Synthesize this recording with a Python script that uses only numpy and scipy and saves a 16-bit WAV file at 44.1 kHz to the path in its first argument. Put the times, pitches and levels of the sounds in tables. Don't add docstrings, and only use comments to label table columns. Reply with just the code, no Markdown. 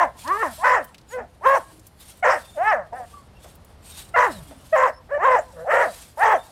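import sys
import numpy as np
from scipy import signal
from scipy.fft import rfft, irfft
from scipy.io import wavfile
from scipy.ndimage import uniform_filter1d

SR = 44100
rng = np.random.default_rng(int(sys.argv[2]) if len(sys.argv) > 2 else 0)


def to_wav(sig):
    pcm = np.clip(np.atleast_2d(sig), -1, 1) * 32767
    pcm = np.round(pcm).astype(np.int16)
    wavfile.write(sys.argv[1], SR, pcm.T)


def linear_from_db(decibels):
    return 10 ** (np.asarray(decibels, float) / 20)


N = 287091

# t/s, hold/s, start f/Hz, end f/Hz, level/dB
BARKS = [
    (-0.1, .13, 371, 346, -10),
    (0.655, 0.1, 505.8, 489, -11),
    (1.473, 0.074, 534.5, 564, -12),
    (2.251, 0.055, 490.3, 546, -10.5),
    (4.167, 0.082, 486.3, 506, -10),
    (4.764, 0.094, 518.7, 530.3, -11.5),
    (5.262, .09, 534, 498.4, -12.5),
    (5.732, 0.094, 457, 479.5, -10.5),
    (6.243, .09, 457, 416.5, -10.5),
]
# first resonance at start f/Hz, at end f/Hz,
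# second against first level/dB, fundamental against bark level/dB
MOUTHS = [(1100, 904, -6.5, -29), (960, 940, 0.5, -19), (1040, 840, -7, -6), (740, 970, 0.5, -12),
          (1040, 1090, -1, -14), (880, 1100, -4.5, -9.5), (900, 900, -6.5, -8.5), (560, 560, -4.5, -27),
          (800, 900, -5.5, -21.5)]
# release/s, pitch share at the knee, loss at the knee/dB,
# dying fundamental against level/dB
RELEASES = [(.12, .62, 19.2, -10), (.12, .62, 11, -5), (.07, .8, 1.4, -4), (.14, .55, 8.3, -8.5),
            (.19, .46, 25.7, 10), (.1, 0.51, 10.1, -19.5), (.1, .67, 4.2, -18), (.12, .54, 8.4, -6),
            (0.083, .72, 6.2, -9)]
BARK_CHAOS = [(.35, .5), (.45, .55), (.22, .7), (.7, .75), (.55, .3), (.37, .7), (.35, .7), (.48, .15),
              (.48, .25)]
# t/s, start f/Hz, on the way f/Hz, start level/dB, on the way level/dB
RUN_UPS = [
    (0.579, 294.3, 376.3, -45, -24.5),
    (1.41, 278.7, 439.3, -45, -17.5),
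    (5.176, 282, 414.8, -29, -16),
    (5.65, 181.4, 322.8, -33.5, -12),
    (6.172, 275, 408.6, -30, -13),
]
# t/s, length/s, f/Hz, upper voice level/dB, fundamental level/dB
BREAKS = [
    (2.223, 0.016, 725.3, -17.5, -19.5),
    (4.136, 0.023, 697, -19.5, -26.5),
    (4.719, 0.034, 633.6, -18.5, -13),
]
# t/s, f/Hz, level/dB, first mouth resonance f/Hz, second against first level/dB
YELPS = [
    [(0.235, 217.4, -49, 844, -24), (0.251, 240, -32, 950, -20), (0.315, 381, -16, 1190, -16),
     (0.372, 422, -20, 1130, -15), (0.382, 446.6, -29, 900, -12), (0.422, 454.7, -17.5, 755, 18),
     (0.434, 364, -12.5, 1050, -16), (0.48, 260.4, -25, 840, -4), (0.54, 200, -43, 690, -19)],
    [(1.1, 399, -52, 513, -50), (1.14, 513, -30.5, 500, -23), (1.194, 491, -27, 745, -8),
     (1.26, 292, -43, 700, -22)],
    [(2.545, 368.3, -50, 640, -37), (2.577, 285.5, -22.5, 688, -20.5), (2.645, 412, -17, 830, -6.5),
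     (2.68, 441.3, -10.5, 930, 3.5), (2.709, 426, -13, 880, 1), (2.73, 345, -12.5, 760, 1),
     (2.756, 252.6, -18.5, 730, -7.5), (2.798, 194.5, -24.5, 710, -7), (2.87, 149.4, -42.5, 694, -10)],
]
WOOFS = [
    [(2.912, 232, -60, 706, -16), (2.93, 229.4, -20.5, 708, -36), (2.97, 266.6, -32.5, 740, -7),
     (3.006, 248.4, -25, 730, -31), (3.056, 222, -37.5, 706, -10)],
    [(5.09, 357, -41.5, 613, -13), (5.122, 561, -30.5, 574, -12), (5.15, 588, -25.5, 575, -16),
     (5.18, 562, -30, 575, -16)],
    [(5.53, 181.8, -47, 554, -19), (5.594, 158.2, -30.5, 513, -11), (5.642, 170.2, -34, 504, -20)],
]
# crack t/s, chaos before 0-1, chaos after 0-1
CRACKS = [(.425, .04, .16), (1.185, .05, .72), (2.72, .03, .13), (3.03, .08, .15), (5.13, .3, .22),
          (5.6, .15, .06)]
CHEST_TRIM_DB = [6, 1, -10, -15, 6, -7]
# f/Hz, level/dB
YELP_CHEST = [(180, -13), (260, -22), (380, -26.5), (450, -17.5), (510, -1)]
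# f/Hz, level/dB
HEAD = [(400, -10), (520, 0), (620, 2), (800, -2), (1050, 0), (1450, -2), (1800, 0), (2100, 0), (2400, -6),
        (2700, -2), (3300, -14), (4200, -30), (5800, -20), (9000, -34)]
# f/Hz, level per Hz/dB
BREATH = [(2200, -22.5), (2800, -19), (3600, -25), (4300, -35), (5000, 1.5), (5700, 4), (6500, 0.5),
          (7600, 2.5), (9000, -8.5), (12000, -18), (15700, -14)]
# t/s, f/Hz, level/dB
WHINE = [(3.11, 1130, -83), (3.142, 1170, -45.5), (3.182, 1151, -43.5), (3.24, 1060, -68)]
# t/s, length/s, start f/Hz, end f/Hz, level/dB
SQUEAKS = [
    (1.084, 0.07, 7130, 6500, -54),
    (2.388, 0.23, 3600, 3580, -60),
    (3.342, 0.074, 2780, 2680, -63.5),
    (4.309, 0.096, 4410, 3620, -50.5),
    (4.92, 0.082, 5100, 5570, -61),
    (6.238, 0.14, 3320, 3200, -47),
    (6.356, .13, 3400, 3900, -58.5),
]
# t/s, length/s, start f/Hz, end f/Hz, level/dB
MOANS = [
    (1.174, 0.098, 235, 244, -50.5),
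    (1.646, 0.19, 319.4, 309, -56.5),
    (4.446, 0.165, 301, 261, -52),
]
# t/s, length/s, level/dB
RUSTLE = [(0, .03, -54), (0.21, 0.51, -47.5), (0.825, 0.0081, -53), (1.125, 0.01, -53), (1.471, 0.15, -51),
          (1.604, 0.18, -58.5), (1.847, 0.015, -59), (2.012, 0.092, -50), (2.173, 0.0062, -57.5),
          (2.278, 0.17, -50.5), (2.46, 0.26, -57), (2.963, 0.23, -59), (3.444, 0.06, -55),
          (3.871, 0.18, -47.5), (4.191, 0.17, -47), (4.436, 0.45, -57), (5.25, 0.27, -59),
          (5.445, 0.35, -60.5), (5.734, .32, -49), (6.194, 0.17, -51), (6.404, 0.13, -55.5)]
# f/Hz, level per Hz/dB
LEAVES = [(300, -14.5), (800, 4), (2000, -2), (3500, 3), (4800, 1.5), (6500, -2), (8600, 4), (10500, 0.5),
          (13000, -3.5), (15700, -13)]
# t/s, peak level/dB, f/Hz
TICKS = [(0.2765, -19, 3970), (0.843, -23, 15400), (0.9447, -27.5, 2740), (0.9812, -31.5, 3770),
         (1.0126, -41, 4380), (1.7948, -35.5, 7100), (1.8138, -51, 7000), (1.8677, -28, 10900),
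         (2.172, -41, 11200), (3.5533, -35, 15200), (3.6474, -35.5, 11500), (6.2582, -67.5, 3340)]
# t/s, peak level/dB, f/Hz
THUDS = [
    (3.444, -28, 610),
    (3.699, -47, 630),
    (4.509, -26, 645),
]
# delay t/s, level/dB
ECHOES = [(0.035, -14.5), (0.058, -31), (.094, -46), (0.143, -32)]
# f/Hz, level per Hz/dB
HUM = [(20, -17.5), (45, 0.5), (65, 5.5), (120, -1.5), (200, -6.5), (350, -12.5), (700, -13), (1300, -19.5),
       (2500, -26.5), (5000, -32), (10000, -49), (13000, -44), (16000, -81)]
# t/s, level/dB
HUM_LEVEL = [(0.0, -45), (0.12, -48), (1.94, -50.5), (4.57, -45), (4.97, -51.5), (5.08, -47.5),
             (6.51, -50.5)]

END_PITCH, END_LOSS_DB, SHUT_HZ = 0.26, 45, 611
SHUT_SECOND_DB = 5.5
KNEE = .4
KNEE_CHEST_DB, KNEE_SHARE = -28.5, 0.67
RUN_UP_MOUTH_HZ, RUN_UP_CHEST_DB, RUN_UP_CHAOS = 755, -36, .13
JUMP_S, OVERSHOOT_DB = 0.0081, 1
ON_THE_WAY = .7
CHEST_LAG = 1.9
BREAK_ATTACK, BREAK_START_DB, BREAK_SCOOP, BREAK_CHAOS = 0.33, -41.5, 0.83, .15
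SECOND_DB, SECOND_PER_DB = 2, 1.54
DULL_FROM_HZ, DULL_DB = 2900, 1.1
RASP_DB = 4
SWELL_DB = 4
RUSTLE_RISE_DB_S, RUSTLE_FALL_DB_S, RUSTLE_REST_DB = 282, 184, -69.5


def dog():
    voice, air = np.zeros(N), np.zeros(N)
    calls = []
    for piece in gestures():
        touching = calls and piece[0][1] > .55 * calls[-1][-1][1] and piece[0][0] - calls[-1][-1][0] < 1 / 30
        if touching:
            calls[-1] = sorted(calls[-1] + piece)
        else:
            calls.append(piece)
    for rows in calls:
        at, voiced, flow = bark(rows)
        voice[at] += voiced
        air[at] = flow
    return voice + linear_from_db(-4.5) * air * breath() + glide(WHINE, waver=0.003)


def gestures():
    barks = bark_gestures()
    return sorted(barks + run_up_gestures(barks) + break_gestures() + yelp_gestures())


def bark_gestures():
    pieces = []
    for held_bark, shape, release_shape, chaos in zip(BARKS, MOUTHS, RELEASES, BARK_CHAOS):
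        s, hold, hz, end_hz, db = held_bark
        first, end_first, upper, chest = shape
        release, sag, loss_db, dying_db = release_shape
        held, freed = chaos
        off, knee_db, end_db = s + hold, db - loss_db, db - END_LOSS_DB
        knee_chest_db = knee_db + KNEE_CHEST_DB + KNEE_SHARE * (dying_db + loss_db)
        pieces.append([
            (s, hz, db, first, upper, db + chest, held),
            (off, end_hz, db, end_first, upper, db + chest, held),
            (off + KNEE * release, sag * end_hz, knee_db, SHUT_HZ, upper - SHUT_SECOND_DB, knee_chest_db, freed),
            (off + release, END_PITCH * end_hz, end_db, SHUT_HZ, upper - 2 * SHUT_SECOND_DB,
             end_db + dying_db, freed)])
    return pieces


def run_up_gestures(barks):
    pieces = []
    for s, hz, way_hz, db, way_db in RUN_UPS:
        end, end_hz, end_db, first, upper, chest_db, _ = min(p[0] for p in barks if p[0][0] > s)
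        way_s = s + ON_THE_WAY * (end - s)
        way_chest_db = way_db + CHEST_LAG * (chest_db - end_db)
        pieces.append([
            (s, hz, db, RUN_UP_MOUTH_HZ, second(db), db + RUN_UP_CHEST_DB, RUN_UP_CHAOS),
            (way_s, way_hz, way_db, first, second(way_db), way_chest_db, RUN_UP_CHAOS),
            (end - JUMP_S, end_hz, end_db + OVERSHOOT_DB, first, upper, chest_db, RUN_UP_CHAOS)])
    return pieces


def break_gestures():
    pieces = []
    for s, length, hz, db, chest_db in BREAKS:
        upper = second(db)
        pieces.append([
            (s, BREAK_SCOOP * hz, db + BREAK_START_DB, hz, upper, chest_db + BREAK_START_DB, BREAK_CHAOS),
            (s + BREAK_ATTACK * length, hz, db - 5, hz, upper, chest_db, BREAK_CHAOS),
            (s + length, hz, db, hz, upper, chest_db - 0.5, BREAK_CHAOS)])
    return pieces


def yelp_gestures():
    pieces = []
    for rows, (crack, before, after), trim_db in zip(YELPS + WOOFS, CRACKS, CHEST_TRIM_DB):
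        piece = []
        for s, hz, db, first, upper in rows:
            chest_db = db + trim_db + at_hz(YELP_CHEST, hz)
            piece.append((s, hz, db, first, upper, chest_db, after if s > crack else before))
        pieces.append(piece)
    return pieces


def second(level_db):
    return SECOND_DB + SECOND_PER_DB * (level_db + 12.5)


def bark(rows, chaos_hz=58., jitter=.025):
    at, t = span(rows)
    size = len(t)
    *curves, hoarse = in_time(rows, t)
    pitch, level_db, first_hz, second_db, chest_db = uniform_filter1d(curves, size=200, axis=1, mode="nearest")
    tract = first_hz[::8], second_db[::8], level_db[::8] + 13.0
    shaky_pitch = pitch * (1 + jitter * np.sqrt(hoarse) * wander(51.5, size))
    phase = 2 * np.pi * np.cumsum(shaky_pitch) / SR
    clean, chaos, clean_power, chaos_power = 0, 0, 0, 0
    for k in range(2, 19):
        gain = mouth(k * pitch[::8], *tract).repeat(8)[:size]
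        shimmer = linear_from_db(2.64 * wander(13.0, size, count=2500))
        kept = (1 - hoarse) ** (k * k / 12 - 1 / 3) * shimmer
        clean = clean + kept * gain * np.cos(k * phase + k * k)
        clean_power = clean_power + gain ** 2 / 2
    for k in np.arange(7, 66, 2) / 6:
        gain = mouth(k * pitch[::8], *tract).repeat(8)[:size]
        shake = wander(chaos_hz, size, count=600) * np.cos(k * phase)
        shake = shake + wander(chaos_hz, size, count=600) * np.sin(k * phase)
        chaos = chaos + gain * shake
        chaos_power = chaos_power + gain ** 2
    upper = np.sqrt((1 - hoarse) / clean_power) * clean + np.sqrt(hoarse / chaos_power) * chaos
    upper = signal.sosfilt(signal.butter(6, 440, "high", fs=SR, output="sos"), upper)
    unsteady_db = 3.5 * np.sqrt(hoarse) * wander(25., size)
    chest = np.sqrt(2) * linear_from_db(chest_db + unsteady_db) * np.cos(phase)
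    fade = np.minimum(1, np.minimum(t - t[0] + (at[0] == 0), t[-1] - t) * 500)
    air = linear_from_db(1.3 * np.minimum(level_db, -12) - 24) * (1 + .9 * np.cos(phase)) * (.3 + hoarse)
    return at, fade * (linear_from_db(level_db - 3.5) * upper + chest), air


def mouth(hz, first_hz, second_db, effort_db, valley_db=-28):
    opening = np.clip(1 + effort_db / 30, .2, 1.1)
    first = hump(hz, first_hz, 60 + 220 * opening)
    throat = linear_from_db(-14.5 + 10.3 * opening) * hump(hz, 586.0, 67.0)
    upper = hump(hz, 1700 + 99.0 * opening, 295.0) + 0.71 * hump(hz, 1240.0, 450.0)
    upper = upper + .2 * hump(hz, 2395.0, 336.0) + .12 * hump(hz, 3050.0, 320.0)
    valleys = linear_from_db(valley_db + 0.66 * effort_db)
    dull_db = DULL_DB * np.minimum(effort_db, 0) * np.log2(np.maximum(hz / DULL_FROM_HZ, 1))
    return (first + throat + linear_from_db(second_db) * upper + valleys) * linear_from_db(at_hz(HEAD, hz) + dull_db)


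def hump(hz, centre_hz, width_hz):
    return 1 / (1 + ((hz - centre_hz) / width_hz) ** 2) ** 2


def breath():
    white = rng.standard_normal(N)
    edges = np.geomspace(2000, 16000, 15)
    air = 0
    for edge in zip(edges, edges[1:]):
        band = signal.sosfilt(signal.butter(2, edge, "band", fs=SR, output="sos"), white)
        air = air + band * linear_from_db(RASP_DB * slow_wander(90.))
    return coloured(BREATH, air)


def yard(x):
    t = np.arange(round(.3 * SR)) / SR
    shape = sum(linear_from_db(db) * (t > s) * np.exp(-np.maximum(t - s, 0) / 0.017) for s, db in ECHOES)
    tail = signal.fftconvolve(x, 0.024 * shape * rng.standard_normal(len(t)))[:N]
    return signal.sosfilt(signal.butter(2, [400, 2500], "band", fs=SR, output="sos"), tail)


def leaves(cracks_per_s=15000., spread_db=2., patchy_db=2.2, cycles=160.):
    level_db = crushing()
    sizes = linear_from_db(spread_db * np.minimum(rng.exponential(1, N), 4))
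    cracks = (rng.random(N) < cracks_per_s / SR) * sizes * rng.choice([-1, 1], N)
    dealt = rng.integers(0, 40, N)
    rings = 0
    for k, hz in enumerate(np.geomspace(1500, 15500, 40)):
        r = linear_from_db(-60 * hz / cycles / SR)
        resonator = [1, -2 * r * np.cos(2 * np.pi * hz / SR), r * r]
        ring = signal.lfilter([1, 0, -1], resonator, cracks * (dealt == k) + 1e-18)
        rings = rings + rms_one(ring) * np.sqrt(hz) * linear_from_db(2 * patchy_db * slow_wander(35.0))
    hiss = rng.standard_normal(N)
    dry_leaves = coloured(LEAVES, hiss + .9 * rms_one(rings) + .15 * rms_one(cracks))
    return linear_from_db(level_db + 1.0 + 2.47 * wander(17.2, N)) * dry_leaves


def crushing():
    t = np.arange(N) / SR
    level_db = np.full(N, float(RUSTLE_REST_DB))
    for s, length, db in RUSTLE:
        rise_db = RUSTLE_RISE_DB_S * np.maximum(s - t, 0)
        fall_db = RUSTLE_FALL_DB_S * np.maximum(t - s - length, 0)
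        level_db = np.maximum(level_db, db - rise_db - fall_db)
    return level_db


def knocks(events, dies_s, width, trim_db):
    out, t = np.zeros(N + 4410), np.arange(4410) / SR
    for s, peak_db, hz in events:
        edges = [hz / (1 + width), min(hz * (1 + width), 17000)]
        band = signal.butter(1, edges, "band", fs=SR, output="sos")
        burst = rms_one(signal.sosfilt(band, rng.standard_normal(4410))) * np.exp(-t / dies_s)
        out[round(s * SR):][:4410] += linear_from_db(peak_db + trim_db) * burst
    return out[:N]


def ticks_and_thuds():
    ticks = knocks(TICKS, dies_s=0.0067, width=0.35, trim_db=-13.5)
    return ticks + knocks(THUDS, dies_s=0.028, width=0.13, trim_db=-15.5)


def axle():
    return sum(glide(swell(*row), waver=0.018, overtone_db=-14, flutter_db=4.5) for row in SQUEAKS)


def other_dog():
    return sum(glide(swell(*row), waver=0.03) for row in MOANS)


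def swell(s, length, hz, end_hz, db):
    return [(s, hz, db - SWELL_DB), (s + length / 2, (hz + end_hz) / 2, db), (s + length, end_hz, db - SWELL_DB)]


def glide(rows, waver, overtone_db=-40, flutter_db=3.5):
    at, t = span(rows)
    hz, level_db = in_time(rows, t)
    phase = 2 * np.pi * np.cumsum(hz * (1 + waver * wander(71.0, len(t)))) / SR
    tone = np.sin(phase) + linear_from_db(overtone_db) * np.sin(2 * phase)
    level = linear_from_db(level_db + flutter_db * wander(40., len(t)))
    out = np.zeros(N)
    out[at] = np.sqrt(2) * level * signal.windows.tukey(len(t), .3) * tone
    return out


def hum():
    level_db, = in_time(HUM_LEVEL, np.arange(N) / SR)
    return linear_from_db(level_db - 1.9 + 0.25 * wander(32.0, N)) * coloured(HUM, rng.standard_normal(N))


def rms_one(x):
    return x / np.sqrt(np.mean(np.abs(x) ** 2) + 1e-20)


def in_time(rows, t):
    s, *columns = np.transpose(rows)
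    return [np.interp(t, s, c) for c in columns]


def at_hz(points, hz):
    point_hz, db = np.transpose(points)
    return np.interp(np.log(hz), np.log(point_hz), db)


def span(rows):
    at = np.arange(max(round(rows[0][0] * SR), 0), min(round(rows[-1][0] * SR), N))
    return at, at / SR


def wander(hz, size, count=9000):
    r = np.exp(-2 * np.pi * hz / SR)
    smooth = signal.lfilter([1], [1, -2 * r, r * r], rng.standard_normal(size + count))
    return rms_one(smooth[count:])


def slow_wander(hz):
    return wander(hz, N // 8 + 1).repeat(8)[:N]


def coloured(spectrum, x):
    hz = np.maximum(np.arange(N // 2 + 1) * SR / N, 1)
    return rms_one(irfft(rfft(x) * linear_from_db(at_hz(spectrum, hz)), N))


def scene():
    calls = dog()
    ground = leaves() + ticks_and_thuds() + axle()
    return (calls + yard(calls) + ground + other_dog() + hum())[None]


def band_limit(x):
    return signal.sosfilt(signal.butter(12, 15800, fs=SR, output="sos"), x)


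def record(dry):
    mix = .8 * np.tanh(dry / .8)
    return band_limit(mix)


dry = scene()
out = record(dry)
to_wav(out)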